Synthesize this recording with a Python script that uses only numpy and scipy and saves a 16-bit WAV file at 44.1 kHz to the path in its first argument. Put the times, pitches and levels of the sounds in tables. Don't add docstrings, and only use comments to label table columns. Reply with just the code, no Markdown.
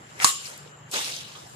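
import sys
import numpy as np
from scipy import signal
from scipy.fft import rfft, irfft, next_fast_len
from scipy.io import wavfile
from scipy.ndimage import uniform_filter1d, map_coordinates

SR = 44100
rng = np.random.default_rng(int(sys.argv[2]) if len(sys.argv) > 2 else 0)


def natural_amplitude(level_db):
    exponent = np.asarray(level_db, float) / 20
    return 10 ** exponent


def unload_audio(sound):
    columns = np.transpose(np.atleast_2d(sound))
    steps = np.round(np.clip(columns, -1, 1) * 32767)
    wavfile.write(sys.argv[1], SR, steps.astype(np.int16))


N = 68355


def unit(x):
    return x / np.sqrt(np.mean(x ** 2) + 1e-20)


def along(points, hz):
    f, v = np.transpose(points)
    return np.interp(np.log(hz + 1), np.log(f + 1), v)


def wobble(rate):
    return map_coordinates(rng.standard_normal(int(N * rate / SR) + 4), [np.arange(N) * rate / SR])


def filtered(x, response):
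    m = next_fast_len(N + 8192)
    return irfft(rfft(x, m) * response(np.fft.rfftfreq(m, 1 / SR)), m)[..., :N]


def patchy(depth_db):
    z = signal.stft(rng.standard_normal(N + 512), nperseg=256)[2]
    field = uniform_filter1d(rng.standard_normal(z.shape), size=3, axis=0)
    field = uniform_filter1d(field, size=14, axis=1)
    return signal.istft(z * natural_amplitude(depth_db * unit(field)), nperseg=256)[1][:N]


# (frequency [Hz], density [dB per Hz])
BLOW_COLOUR = [(200, -27.5), (550, -15), (800, -7), (1100, -2), (2600, -11), (4500, -3.5), (8800, -1),
               (15500, -27.5)]
# (frequency [Hz], level [dB], t60 [s])
BLADE = [(1122, -9, 0.044), (1085, -29, 0.31), (1140, -26.5, 0.31), (1231, -31.5, 0.32),
         (267.5, -31, 0.044), (480, -29, 0.077), (2790, -32, .45), (3020, -38.5, 0.79), (6140, -43, 0.17),
         (6750, -24.5, 0.25), (6925, -25.5, 0.49), (7020, -32, .25), (7400, -27.5, 0.57)]


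def blow():
    hit_s, rise_s = 0.2443, 0.00039
    t = np.maximum(np.arange(N) / SR - hit_s, 0)
    rise = 1 - np.exp(-t / rise_s)

    crack = unit(filtered(rng.standard_normal((3, N)), lambda hz: natural_amplitude(along(BLOW_COLOUR, hz))))
    crack = crack * natural_amplitude(-3.5 - 60 * t / 0.039)

    ring = np.zeros((3, N))
    for path in range(3):
        for hz, db, t60 in BLADE:
            level = natural_amplitude(db - 60 * t / t60 + 4.0 * wobble(57.8))
            shiver = 1.5 * wobble(60 + hz / 50)
            ring[path] += level * np.sin(2 * np.pi * hz * t + shiver)

    thud = natural_amplitude(-24.5 - 60 * t / 0.025) * np.sin(2 * np.pi * 139 * t)
    return rise * (crack + ring) + thud


# (time [s], peak level [dB], pitch [Hz], t60 [s], bandwidth over
SNAPS = [(.1930, -30, 8500, .004, 0.4), (.2010, -13, 2350, 0.0062, 0.64), (0.2116, -20, 1570, 0.0078, 1),
         (.2235, -21, 1160, .012, 1), (0.455, -28.5, 4850, 0.11, 0.31), (.4800, -43.5, 563, 0.26, 0.36),
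         (0.577, -32, 10700, 0.014, 1), (.6550, -43.5, 412, 0.13, 0.29), (0.675, -41, 3500, 0.021, 0.49),
         (.9140, -25, 7900, 0.014, 0.61), (0.979, -36, 5060, .002, 1), (1.0452, -18, 3940, 0.0064, 1),
         (1.0500, -20, 6500, .005, .8), (1.1030, -29, 5370, .012, 0.94), (1.1647, -23.5, 6000, 0.014, 0.5),
         (1.351, -37, 1260, 0.2, 0.28), (1.4500, -43, 785, 0.18, 0.33), (.9400, -18.5, 4360, 0.089, 0.55),
         (1.353, -35, 3440, 0.064, 0.44)]


def snaps():
    out = np.zeros((3, N + SR))
    t = np.arange(SR // 8) / SR
    for s, db, hz, t60, width in SNAPS:
        burst = rng.standard_normal((3, len(t))) * natural_amplitude(-60 * t / max(t60, .001))
        burst[:, 0] = 2.7
        for twice in range(2):
            burst = signal.lfilter(*signal.iirpeak(hz, 1 / np.clip(width, .1, 1.2), SR), burst)
        peak = abs(burst).max(axis=1, keepdims=True)
        out[:, round(s * SR):][:, :len(t)] += natural_amplitude(db) * burst / peak
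    return out[:, :N]


def leaves(rows, colour, flutter_db):
    s, db, body_db, bright_db = np.transpose(rows)
    t = np.arange(N) / SR
    tears_per_s, spread_db, largest_db = 300, 14, 1
    tears = (rng.random(N) < tears_per_s / SR) * natural_amplitude(largest_db - spread_db * rng.random(N))
    rough = 1 + signal.lfilter([1], [1, -np.exp(-1 / (0.0004 * SR))], tears)

    hiss = rough * np.array([patchy(depth_db=3.2) for path in range(3)])
    sound = unit(filtered(hiss, lambda hz: natural_amplitude(along(colour, hz))))
    treble = filtered(sound, lambda hz: 1 / (1 + (8000 / (hz + 1)) ** 4))
    body = filtered(sound, lambda hz: 1 / (1 + (hz / 2400) ** 12))
    sound = sound + treble * (natural_amplitude(np.interp(t, s, bright_db)) - 1)
    sound = sound + body * (natural_amplitude(np.interp(t, s, body_db)) - 1)

    flutter = flutter_db * wobble(20.98) + 0.93 * wobble(140)
    return sound * natural_amplitude(np.interp(t, s, db, -120, -120) + flutter)


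# (time [s], level [dB], body [dB], brightening [dB])
CHOP = [
    (0, -61, 0.5, -1),
    (.175, -52, 8, -4),
    (.205, -37, 9.5, -1),
    (.222, -28.5, 9.5, 6.5),
    (.243, -26.5, 4, 2.5),
    (.278, -25, 3.5, 11.5),
    (.39, -38.5, -15.5, -8),
    (.47, -40.5, 2, 4.5),
    (.72, -60, 2.5, -4),
]
# (frequency [Hz], density [dB per Hz])
CHOP_COLOUR = [(150, -18.5), (500, -15), (1100, -3), (2000, -0.5), (5000, 0.5), (7000, -0.5), (10000, -5),
               (15500, -23)]
# (frequency [Hz], left over right [dB])
CHOP_SIDE = [(60, -4.5), (130, -4.5), (290, -6), (640, 2.5), (1410, 0.5), (3100, 0), (6820, 3),
             (15000, -5.5)]


def chop(stems):
    return ports(leaves(CHOP, CHOP_COLOUR, flutter_db=-0.6) + blow() + stems, CHOP_SIDE)


# (time [s], level [dB], body [dB], brightening [dB])
SWEEP = [
    (.885, -65.5, -4, 15),
    (.912, -60, -14, 26),
    (.916, -42.5, -5, 20.5),
    (.942, -29.5, 1, 14),
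    (1.105, -33, -4.5, 8.5),
    (1.12, -34.5, -10.5, 8.5),
    (1.218, -36.5, -6, 6.5),
    (1.24, -42.5, -6, 4.5),
    (1.55, -58.5, -9, 20),
]
# (frequency [Hz], density [dB per Hz])
SWEEP_COLOUR = [(120, -29), (250, -7), (450, -4.5), (1200, -4), (3700, -0.5), (7100, -10), (10000, -18.5),
                (15500, -35)]
# (frequency [Hz], left over right [dB])
SWEEP_SIDE = [(60, -10), (130, 0.5), (290, -0.5), (640, -1), (1410, -0.5), (3100, 0), (6820, 2),
              (15000, -5.5)]


def sweep(stems):
    return ports(leaves(SWEEP, SWEEP_COLOUR, flutter_db=0.34) + stems, SWEEP_SIDE)


# (multiple of the firing rate [ratio], level [dB])
ENGINE = [(4, -68), (5, -57), (6, -56), (7, -64), (8, -69)]
# (time [s], level [dB])
ENGINE_LEVEL = [(0, -55.5), (.15, -55), (.27, -54), (.33, -68), (.43, -51), (.5, -60.5), (.63, -47),
                (.76, -54.5), (.88, -42.5), (.93, -58.5), (1.14, -53.5), (1.36, -55), (1.41, -49.5),
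                (1.55, -54.5)]


def engine():
    t = np.arange(N) / SR
    firing_hz, gain_db = 24.54, 53.5
    swell_db = np.interp(t, *np.transpose(ENGINE_LEVEL))
    drone = np.zeros(N)
    for k, db in ENGINE:
        level = natural_amplitude(db + gain_db + swell_db + 1.9 * wobble(5.02))
        drone += level * np.sin(2 * np.pi * k * firing_hz * t + 0.89 * wobble(4.79))
    return drone


# (frequency [Hz], width [Hz], level [dB], left over right [dB])
INSECTS = [(7336, 230, -61, 8.5), (6700, 350, -70, 10), (2940, 350, -63.5, 2.5)]


def insects():
    song = np.zeros((2, N))
    for hz, width, db, pan_db in INSECTS:
        band = unit(filtered(rng.standard_normal((2, N)), lambda f: np.exp(-((f - hz) / width) ** 2)))
        pan = np.array([[pan_db], [-pan_db]]) / 2
        song += natural_amplitude(db + pan + 2.4 * wobble(70) + 2.5 * wobble(2)) * band
    return song


# (frequency [Hz], density [dB per Hz])
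GARDEN = [(20, -53), (60, -15.5), (140, -7.5), (250, -14), (443, -12.5), (1680, -16), (5170, -34.5),
          (15500, -48)]
# (frequency [Hz], left-right correlation [ratio])
GARDEN_ALIKE = [(60, 0.89), (150, 0.74), (300, 0.98), (650, -0.16), (1400, -0.15), (3000, 0.13)]


def garden_air():
    turn = lambda hz: np.arccos(np.clip(along(GARDEN_ALIKE, hz), -1, 1)) / 2
    noise = np.array([patchy(depth_db=2.47), patchy(depth_db=-3.8)])
    mid, side = filtered(noise, lambda hz: natural_amplitude(along(GARDEN, hz)) * [np.cos(turn(hz)), np.sin(turn(hz))])
    return natural_amplitude(-52.5) * np.array([mid + side, mid - side]) / np.std(mid)


# (frequency [Hz], scattered share [ratio])
DIFFUSE = [(150, .1), (500, 0.2), (1500, 0.53), (4000, 0.79), (12000, 1)]


def ports(paths, balance):
    lag_s = 0.000254
    share = lambda hz: np.clip(along(DIFFUSE, hz), 0, 1)
    side = np.array([[1], [-1]])
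    lag = lambda hz: np.exp(-1j * np.pi * hz * lag_s * side)
    direct = filtered(paths[0], lambda hz: np.sqrt(1 - share(hz)) * lag(hz))
    both = direct + filtered(paths[1:], lambda hz: np.sqrt(share(hz)))
    return filtered(both, lambda hz: natural_amplitude(side * along(balance, hz) / 2))


def scene():
    stems = snaps()
    late = np.arange(N) > .8 * SR
    return chop(stems * ~late) + sweep(stems * late) + garden_air() + engine() + insects()


def roll_off(x):
    return signal.sosfilt(signal.butter(12, 16330, fs=SR, output="sos"), x)


def record(dry):
    top, top_hz, rumble_hz = .98, 15150, 55
    squeezed = dry / (1 + abs(dry / top) ** 6) ** (1 / 6)
    treble_cut = lambda hz: 1 / (1 + (hz / top_hz) ** 200)
    bass_cut = lambda hz: 1 / (1 + (rumble_hz / (hz + 1)) ** 4)
    mix = filtered(squeezed, lambda hz: treble_cut(hz) * bass_cut(hz))
    return roll_off(mix)


dry = scene()
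out = record(dry)
unload_audio(out)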